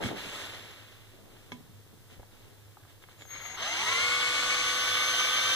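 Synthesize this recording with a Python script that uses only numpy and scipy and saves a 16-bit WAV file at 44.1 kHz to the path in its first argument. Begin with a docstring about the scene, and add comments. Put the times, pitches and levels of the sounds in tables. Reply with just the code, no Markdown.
"""A workshop with a concrete floor. A cordless drill with a hole saw is picked up: a scuff, sliding
cloth, a knock, small ticks. The trigger is squeezed in steps and chopped current makes the windings
whistle. Motor and gears crawl, race up and run free: teeth rattle, the fan hisses, the saw cup rings,
and the colour shifts as the drill is swung round. A low hum fills the room.
It is all heard through two microphone ports a hand apart."""
import sys
import numpy as np
from scipy import signal
from scipy.fft import rfft, irfft, next_fast_len
from scipy.io import wavfile

SR = 44100
rng = np.random.default_rng(int(sys.argv[2]) if len(sys.argv) > 2 else 0)


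def output_pcm(signal):
    """Save a mono or channel-first signal as 16-bit PCM at the path in sys.argv[1].

    Samples are clipped to [-1, 1] before scaling.
    """
    pcm = np.clip(np.atleast_2d(signal).T, -1, 1) * 32767
    wavfile.write(sys.argv[1], SR, np.round(pcm).astype(np.int16))


N = 244975
TIME = np.arange(N) / SR
SIZE = next_fast_len(N + SR // 2, True)
BINS = np.maximum(np.arange(SIZE // 2 + 1) * SR / SIZE, 1)
RATED_SPEED = 537   # turns per second; the motor stays just below it
CUP_HZ, CUP_WIDTH_HZ, CUP_PAN_DB = 2185, 185, 5.5   # resonance of the saw cup

# The squeeze of the trigger. Each row: start in seconds, speed asked for in turns per second,
# switching rate in Hz, then relative levels in dB of whistle, gear rattle and saw cup.
TRIGGER_STEPS = [(3.175, 0, 6810, -59, -90, -90), (3.252, 116, 6620, -45.5, -53.5, -46),
                 (3.56, 366, 6280, -45, -40.8, -46), (3.772, 495, 6203, -42, -38.3, -43)]
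# The lag between the ports. Each row: frequency in Hz, lead of the left port in radians.
PORT_LEAD = [(200, 0), (700, -.1), (1500, -.1), (1900, 1), (2400, 3.07), (3000, 3.75), (3600, 5.54),
             (4200, 6.7), (4700, 9.3), (6000, 11.3), (7000, 15), (15000, 38)]
# Where the handling sits in stereo. Each row: frequency in Hz, left over right in dB.
HANDLING_PAN = [(100, 1), (1500, 0), (2100, 1.5), (3200, -4.5), (4800, 0.5), (6700, 9), (8500, 8),
                (11000, 10), (15000, 6)]


def running_tones(speed, load, swing, growth_db=22, crawl_db=24, radiating_hz=1050, cup_reach_hz=260):
    """The tones of the running drill rise with motor speed and flare near the cup's resonance."""
    # Shaft and gear tones, plus two thin high tones either side of the whistle (11.28 and 14.25).
    # Each row: multiple of motor speed, relative level in dB, change with the swing in dB,
    # left over right in dB, roughness from 0 to 1.
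    orders = [(.6, -38.5, -1.5, 1, 0.35), (1, -36, -1.5, -5.5, 0.07), (2.25, -41, -0.5, -0.5, 0),
              (2.4, -41, 0.5, 0, 0.16), (2.6, -55, -6, 9, 0.8), (3, -40.5, 2.5, -2, 0.09),
              (3.56, -50.5, 1, 21, 0), (4.4, -57, 15.5, -4, 0.95), (4.5, -46, 3.5, -1, 0.73),
              (5, -38, -24, -1, 0.25), (6.07, -53, 21, -4.5, 1), (6.75, -59.5, 23.5, -8, 0.77),
              (7, -44, 7, -3, 0.34), (8.8, -46, -11, -3, 1), (9, -41.5, -9, 4, 0.5),
              (9.55, -54, 7, 2.5, 0.54), (11.28, -59, 15.5, 8, 0.7), (14.25, -61, 6, 12, .3),
              (15.2, -43, -24, 10, 1)]
    effort_db = growth_db * np.log10(np.minimum(speed / RATED_SPEED, 1) + 1e-9)
    crawl = np.clip(1 - speed / RATED_SPEED, 0, 1)
    strain = 0.2 * np.minimum(crawl, .5) + 0.36 * load   # loaded teeth chatter as the motor pulls up
    flare_db = (16 - 12 * swing) * speed / RATED_SPEED
    out = 0
    for multiple, level_db, change_db, pan_db, roughness in orders:
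        hz = multiple * speed
        in_cup = 1 / (1 + ((hz - CUP_HZ) / cup_reach_hz) ** 2)
        radiated = hz ** 2 / np.hypot(hz ** 2, radiating_hz ** 2)   # a small body radiates lows poorly
        growl_db = crawl_db * crawl / max(multiple, 2)   # the low gears growl at low speed
        level = radiated * from_db(level_db + effort_db + change_db * swing + flare_db * in_cup + growl_db)
        lead = np.interp(hz, *np.transpose(PORT_LEAD))
        out = out + level * tone(hz, pan_db + 5 * in_cup, roughness + strain, lead)
    return out


def gear_rattle(speed, swing, rattle_db, cup_db, clacks_per_turn=2.4, uneven_db=2.0, shudder_db=1.23):
    """Teeth clack unevenly over the rub of the bearings, shaking the housing and ringing the saw cup."""
    # The colour of the rattle. Each row: frequency in Hz, relative level in dB.
    spectrum = [(60, -55), (150, -44), (300, -18.5), (600, -7.5), (900, -7), (1250, -0.5), (1750, -3.5),
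                (2550, -0.5), (3100, 5), (3750, 0.5), (4200, 0.5), (4700, -9), (5700, -7), (8000, -27)]
    # Where the rattle sits in stereo. Each row: frequency in Hz, left over right in dB.
    pan = [(100, 3.5), (1500, -2.5), (2100, 5), (3000, -1), (4000, -1.5), (5500, 1.5)]
    turns = np.cumsum(speed) / SR
    teeth = np.diff(np.floor(clacks_per_turn * turns), prepend=0)
    force = from_db(uneven_db * np.clip(rng.standard_normal(N), -2, 2))
    clacks = teeth * force * rng.choice([-1, 1], N)
    clacks = rms_one(clacks / np.sqrt(speed + 100)) * np.sqrt(np.mean(speed > 0))
    bearings = 1.23 * rng.standard_normal((3, N))
    throb = 1 + 0.19 * np.cos(2 * np.pi * .225 * turns)   # once per turn of the gear carrier
    shake = (clacks + bearings) * from_db(shudder_db * drift(40)) * throb
    turning = np.clip(speed / 65, 0, 1)
    housing_level = turning * settle(from_db(rattle_db + 5 + 3 * swing), lag_s=0.036)
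    cup_level = turning * settle(from_db(cup_db), lag_s=0.036)
    housing = housing_level * coloured(shake, spectrum)
    cup = cup_level * rms_one(ring(shake, CUP_HZ, t60=np.log(1000) / np.pi / CUP_WIDTH_HZ))
    return at_ports(housing, pan, t60=0.35) + at_ports(cup, [(CUP_HZ, CUP_PAN_DB)], t60=0.22)


def fan_air(speed, swing, rated_db=-34, db_per_decade=33.5, swung_db=-4, puff=0.23):
    """Fan and brushes hiss with speed, puffing at each turn, brighter once the vents face the ports."""
    # The colour of the hiss. Each row: frequency in Hz, relative level in dB before and after the swing.
    spectra = [(1500, 0.5, -10), (4500, 5.5, -2), (7500, 5.5, -3.5), (8200, 3.5, -9), (9760, -5, -2),
               (11300, -18, -7.5), (12500, -20, -6.5), (15300, -32, -17)]
    # Where the hiss sits in stereo. Each row: frequency in Hz, left over right in dB.
    pan = [(4000, 0.6), (7000, 9), (11000, 14.5), (14000, 15)]
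    jet = rng.standard_normal((2, N)) * (1 + puff * np.cos(2 * np.pi * np.cumsum(speed) / SR))
    jet = irfft(rfft(jet, SIZE) * panned(per_bin(pan)), SIZE)[:, :N]
    before = coloured(jet, [(hz, db) for hz, db, _ in spectra])
    after = coloured(jet, [(hz, db) for hz, _, db in spectra])
    air_db = rated_db + db_per_decade * np.log10(speed / RATED_SPEED + 1e-9) + swung_db * swing
    return (before + swing * (after - before)) * from_db(air_db)


def controller_whistle(speed, load, since_s, switching_hz, whistle_db):
    """Chopped current makes the windings whistle, sagging at each trigger step and rough under load."""
    # The whistle fades and returns as the drill moves.
    # Each row: time in seconds, level change in dB, left over right in dB.
    sway = [(3.6, 1.5, 10.5), (3.99, -0.5, 4), (4.18, -15, -9), (4.31, -11, -17), (4.37, -1, 24),
            (4.58, 2, 9), (4.9, -1.5, 3), (5.1, 5, 3), (5.55, 4.5, 7)]
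    sag_hz, sag_db, flutter_hz, recover_s, glide_s = 302.6, 8.5, 110, .036, 0.00577
    sway_db, pan_db = in_time(sway)
    sag = np.exp(-np.maximum(since_s, 0) / recover_s)
    hz = settle(switching_hz - sag_hz * sag * (speed > 0), glide_s) + flutter_hz * sag * drift(141.6)
    under_way = np.clip(speed / RATED_SPEED, 0, 1) ** 4   # ripple and octave fade at high speed
    commutation = 1 + 0.18 * np.cos(6 * np.pi * np.cumsum(speed) / SR) * (1 - under_way)
    level = settle(from_db(whistle_db + sway_db - sag_db * sag) * (since_s > 0), glide_s) * commutation
    octave = from_db(-18 - 15 * under_way) * tone(2 * hz, 3.4, roughness=0.51, lead=0)
    return level * (tone(hz, pan_db, roughness=0.19 + load, lead=0.9) + octave)


def trigger():
    """Seconds since the last step of the trigger, then that step's settings, at every sample."""
    steps = np.array(TRIGGER_STEPS)
    current = np.maximum(np.searchsorted(steps[:, 0], TIME) - 1, 0)
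    start, *settings = steps[current].T
    return TIME - start, *settings


def motor_speed(asked, spin_up_s=.112, creep_from_s=4.25, waver=.0015):
    """Turns per second: the motor lags behind the trigger, then creeps higher as it runs free."""
    drive = np.maximum(asked, 0) * (TIME > TRIGGER_STEPS[1][0])
    creep = 13 * np.maximum(TIME - creep_from_s, 0) ** 2
    return (settle(drive, spin_up_s) + creep) * (1 + waver * drift(10))


def knocks(crack_db=-4, crack_s=0.003, ring_db=-2, uneven_db=2.0, push_db=-6, push_s=0.0013):
    """Each contact pushes, cracks and rings the housing until the hand smothers it."""
    # Knocks and ticks of the tool in the hand. Each row: start in seconds, relative level in dB,
    # low and high band edges in Hz, smothering time in seconds.
    contacts = [(.019, -31, 400, 1800, .006), (0.026, -26, 400, 2500, 0.0087),
                (0.037, -24.5, 200, 5000, 0.011), (0.047, -11, 95, 240, .02),
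                (.058, -27.5, 150, 4960, 0.012), (.087, -24.5, 150, 1810, .007),
                (.113, -23, 200, 900, 0.0054), (1.519, -27, 150, 4250, 0.14), (2.196, -30, 25, 607, .005),
                (2.202, -39, 200, 900, 0.0037), (2.23, -36, 603, 1190, 0.0069),
                (2.77, -29.5, 790, 1190, .005), (2.835, -46, 900, 2000, .005),
                (2.85, -31.5, 776, 1240, 0.0043), (3.038, -40, 694, 2500, 0.0062),
                (3.086, -37, 700, 1700, 0.0047), (3.21, -39, 1200, 5000, .005),
                (3.22, -35.5, 362, 5000, 0.0096), (3.252, -37, 600, 2000, .005),
                (3.307, -37.5, 1200, 2980, 0.0044), (3.322, -45, 1300, 2930, .005),
                (3.362, -36, 1400, 2900, .005)]
    # The modes of housing and saw. Each row: pitch in Hz, relative level in dB, seconds to fall 60 dB.
    modes = [(244.5, -12.5, 0.32), (530, -5.5, 0.022), (817, -6.5, 0.021), (997, -16, 0.2),
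             (1210, -11.5, 0.06), (1645, -6.5, 0.021), (2197, -3.5, 0.041), (3300, 1, 0.0095),
             (3985, -10.5, 0.031)]
    out, t = np.zeros(N + SR), TIME[:SR // 4]
    click = signal.unit_impulse(len(t))
    rings = np.array([(-1) ** k * from_db(db + ring_db) * ring(click, hz, t60)
                      for k, (hz, db, t60) in enumerate(modes)])
    push = from_db(push_db) * np.exp(-t / push_s)
    for start_s, level_db, low_hz, high_hz, smother_s in contacts:
        body = np.exp(-t / smother_s) * (from_db(rng.normal(0, uneven_db, len(rings))) @ rings)
        crack = from_db(crack_db) * rng.standard_normal(len(t)) * np.exp(-t / crack_s)
        start = round(start_s * SR)
        out[start:start + len(t)] += from_db(level_db) * band(body + crack - push, low_hz, high_hz)
    return at_ports(out[:N], HANDLING_PAN, t60=0.14)


def cloth(rest_db=-68.5, trim_db=3.0, grain_db=1.5, swish_db=-9):
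    """Cloth slides in fine grains, with a bright swish in mid-stroke where it moves fastest."""
    # Strokes of cloth. Each row: start in seconds, hold in seconds, relative level in dB.
    slides = [(0, 0.07, -41.5), (0.144, 0.29, -43.5), (1.296, 0.18, -64.5), (2.081, 0.049, -59),
              (2.298, 0.17, -66), (2.86, 0.044, -63.5), (3.01, 0.015, -57), (3.078, 0.042, -60.5),
              (3.173, 0.039, -58)]
    # The colour of the rub. Each row: frequency in Hz, relative level in dB.
    spectrum = [(60, -8), (130, -7), (500, -0.5), (850, -3.5), (1500, 0), (2500, 0.5), (3400, 1.5),
                (4000, -2.5), (4800, -8.5), (6700, -11), (8500, -17), (10500, -16.5), (15500, -22)]
    power, swish_level = from_db(rest_db) ** 2, 0
    for start_s, hold_s, db in slides:
        power = power + (from_db(db) * stroke(start_s, hold_s, attack_s=0.025, release_share=0.95)) ** 2
        progress = np.clip((TIME - start_s) / (1.5 * hold_s), 0, 1)
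        swish_level = swish_level + from_db(db + swish_db) * np.sin(np.pi * progress) ** 2
    grains = rng.standard_normal((2, 3, N)) * from_db(grain_db * drift(190))
    rub = from_db(trim_db) * np.sqrt(power) * coloured(grains[0], spectrum)
    swish = swish_level * rms_one(band(grains[1], low_hz=5500, high_hz=8500))
    return at_ports(rub + swish, HANDLING_PAN, t60=0.1)


def grip_shifts(rest_db=-65.5, rest_hz=305, trim_db=-4.0, lump_db=2.5, spread=0.86, apart=1.8):
    """Each shift of the grip rubs in dull lumps around its own pitch; the hands are never quite still."""
    # The shifts. Each row: start in seconds, hold in seconds, relative level in dB, centre in Hz.
    shifts = [(0, 0.033, -35.5, 460), (0.029, 0.03, -34, 140), (0.069, 0.064, -37, 370),
              (.16, 0.12, -50, 240), (0.634, 0.034, -53, 250), (1.13, .25, -57.5, 352),
              (1.508, 0.081, -49, 169), (1.67, 0.086, -59.5, 150), (1.903, 0.041, -55.5, 212),
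              (2.113, 0.041, -53.5, 202), (2.165, 0.031, -50.5, 45), (2.322, .2, -62, 326)]
    levels = [from_db(db) * stroke(start_s, hold_s, attack_s=0.0067, release_share=0.58)
              for start_s, hold_s, db, _ in shifts]
    powers = np.array(levels + [np.full(N, from_db(rest_db))]) ** 2
    centres_hz = np.array([hz for *_, hz in shifts] + [rest_hz])
    out = 0
    for hz in np.geomspace(40, 1280, 6):
        # part is shared, part reaches each port through its own case
        friction = rng.standard_normal(N) + apart * rng.standard_normal((2, N))
        rub = band(friction, hz / np.sqrt(2), hz * np.sqrt(2))
        shares = np.exp(-(np.log(hz / centres_hz) / spread) ** 2)
        out = out + rms_one(rub) * np.sqrt(shares ** 2 @ powers)
    return out * from_db(trim_db + lump_db * drift(57))


def workshop(air_db=-56.5, hum_hz=103, hum_db=-64.5, waver_db=4.0):
    """Room tone: still air and a wavering low hum."""
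    # The colour of the air. Each row: frequency in Hz, relative level in dB.
    spectrum = [(13, -37), (22, 8), (43, -24.5), (102, 5.5), (131, -3.5), (192, -13.5), (502, -16),
                (643, -19.5), (918, -20.5), (1020, -19), (1500, -23), (2270, -31.5), (4040, -24.5),
                (15500, -27)]
    # Its width. Each row: frequency in Hz, likeness at the two ports (0 or less unrelated, 1 the same).
    likeness = [(60, -0.1), (180, -0.54), (550, 0.67), (1650, 0.59), (4970, -0.22), (15000, 0.42)]
    mid, side = rfft(rng.standard_normal((2, N)), SIZE)
    alike = np.clip(per_bin(likeness), 0, 1)
    air = irfft(np.sqrt(1 + alike) * mid + np.sqrt(1 - alike) * side * [[1], [-1]], SIZE)[:, :N]
    hum_level = from_db(hum_db + waver_db * drift(6.7))
    hum = hum_level * tone(hum_hz + 1.57 * drift(3.73), pan_db=-1, roughness=0.12, lead=1.0)
    return from_db(air_db) * coloured(air, spectrum) + hum


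def at_ports(x, balance, t60):
    """The direct sound reaches the right port late; reflections make the two ports unlike."""
    # The direct share of the sound. Each row: frequency in Hz, share of the power from 0 to 1.
    direct_share = [(60, 0.4), (250, 0.73), (600, 0.82), (1300, 0.98), (2300, 0.84), (4000, 0.61),
                    (6000, 0.41), (9000, 0.13)]
    alike = np.clip(per_bin(direct_share), 0, 1)
    # a wide source has three rows: straight ahead, to the left wall, to the right wall
    source = np.broadcast_to(rfft(x, SIZE), (3, len(BINS)))
    direct = source[0] * np.exp(-1j * per_bin(PORT_LEAD) * np.array([[0], [1]]))
    both = np.sqrt(alike) * direct + np.sqrt(1 - alike) * source[1:] * reflections(t60)
    return irfft(both * panned(per_bin(balance)), SIZE)[:, :N]


def reflections(t60):
    """The spectrum of scattered echoes from floor and walls, different at each port."""
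    tail = rng.standard_normal((2, SR // 2)) * from_db(-60 * TIME[:SR // 2] / t60)
    return rfft(tail / np.sqrt(np.sum(tail ** 2, axis=1, keepdims=True)), SIZE)


def tone(hz, pan_db, roughness, lead):
    """A stereo tone of unit power; roughness shakes its strength and phase."""
    cycles = np.cumsum(hz) / SR
    phase = 2 * np.pi * (cycles - np.floor(cycles)) + roughness * 1.67 * drift(16.7)
    strength = rms_one(from_db(roughness * 12.4 * np.minimum(drift(23.4), .8)))
    both = np.float32([phase, phase - lead])
    return np.sqrt(2) * strength * np.cos(both) * panned(pan_db)


def stroke(start_s, hold_s, attack_s, release_share):
    """A movement of the hand: attack, hold, and a release that is longer after a longer movement."""
    t = TIME - start_s
    return np.clip(t / attack_s, 0, 1) * np.exp(-np.maximum(t - hold_s, 0) / (release_share * hold_s))


def ring(x, hz, t60):
    """A resonance: a unit click sets a sine of height 1 ringing."""
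    r, w = from_db(-60 / (t60 * SR)), 2 * np.pi * hz / SR
    return signal.lfilter([0, np.sin(w)], [1, -2 * r * np.cos(w), r * r], x + 1e-18)


def drift(rate_hz):
    """A smooth random wander of spread 1, mostly slower than rate_hz."""
    hop, run_in = 20, 4000
    r = np.exp(-2 * np.pi * rate_hz * hop / SR)
    noise = rng.standard_normal(N // hop + run_in + 2)
    slow = np.float32(rms_one(signal.lfilter([1], [1, -2 * r, r * r], noise)[run_in:]))
    ramps = np.diff(slow)[:, None] * np.float32(np.arange(hop) / hop)
    return (slow[:-1, None] + ramps).ravel()[:N]


def settle(x, lag_s):
    """Follow a control with a first-order lag."""
    r = np.exp(-1 / (lag_s * SR))
    return x[0] + signal.lfilter([1 - r], [1, -r], x - x[0])


def coloured(x, spectrum):
    """Give a sound a spectrum; unit power."""
    return rms_one(irfft(rfft(x, SIZE) * from_db(per_bin(spectrum)), SIZE)[..., :N])


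def band(x, low_hz, high_hz):
    """Band-pass with two-pole edges."""
    edges = [low_hz, np.clip(high_hz, 1.1 * low_hz, SR / 3)]
    return signal.sosfilt(signal.butter(2, edges, "band", fs=SR, output="sos"), x)


def panned(db):
    """Left and right gains of constant total power."""
    ratio = np.float32(from_db(np.atleast_1d(db)))
    right = np.sqrt(2 / (1 + ratio ** 2))
    return np.array([ratio * right, right])


def in_time(rows):
    """Each column of a curve at every sample."""
    seconds, *columns = np.transpose(rows)
    return [np.interp(TIME, seconds, column) for column in columns]


def per_bin(points):
    """A frequency table joined on a log axis."""
    hz, value = np.transpose(points)
    return np.interp(np.log(BINS), np.log(hz), value)


def from_db(db):
    """Decibels to gain."""
    return np.exp(np.asarray(db) * (np.log(10) / 20))


def rms_one(x):
    """Scale to unit power."""
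    return x / np.sqrt(np.mean(x ** 2) + 1e-20)


def scene():
    """Handling first, then the trigger drives the drill, all over the room tone."""
    # The drill is swung round. Each row: time in seconds, share of the swing from 0 to 1.
    swing_path = [(4.6, 0.27), (4.85, 0.78)]
    (swing,) = in_time(swing_path)
    since_s, asked, switching_hz, whistle_db, rattle_db, cup_db = trigger()
    speed = motor_speed(asked)
    load = np.maximum(asked - speed, 0) / RATED_SPEED   # how hard the motor pulls
    whirr = running_tones(speed, load, swing) + gear_rattle(speed, swing, rattle_db, cup_db)
    air = fan_air(speed, swing)
    whistle = controller_whistle(speed, load, since_s, switching_hz, whistle_db)
    return whirr + air + whistle + cloth() + grip_shifts() + knocks() + workshop()


def record(dry):
    """The top is cut steeply above 15.4 kHz."""
    return signal.sosfilt(signal.ellip(12, .1, 80, 15400, fs=SR, output="sos"), dry)


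dry = scene()
out = record(dry)
output_pcm(out)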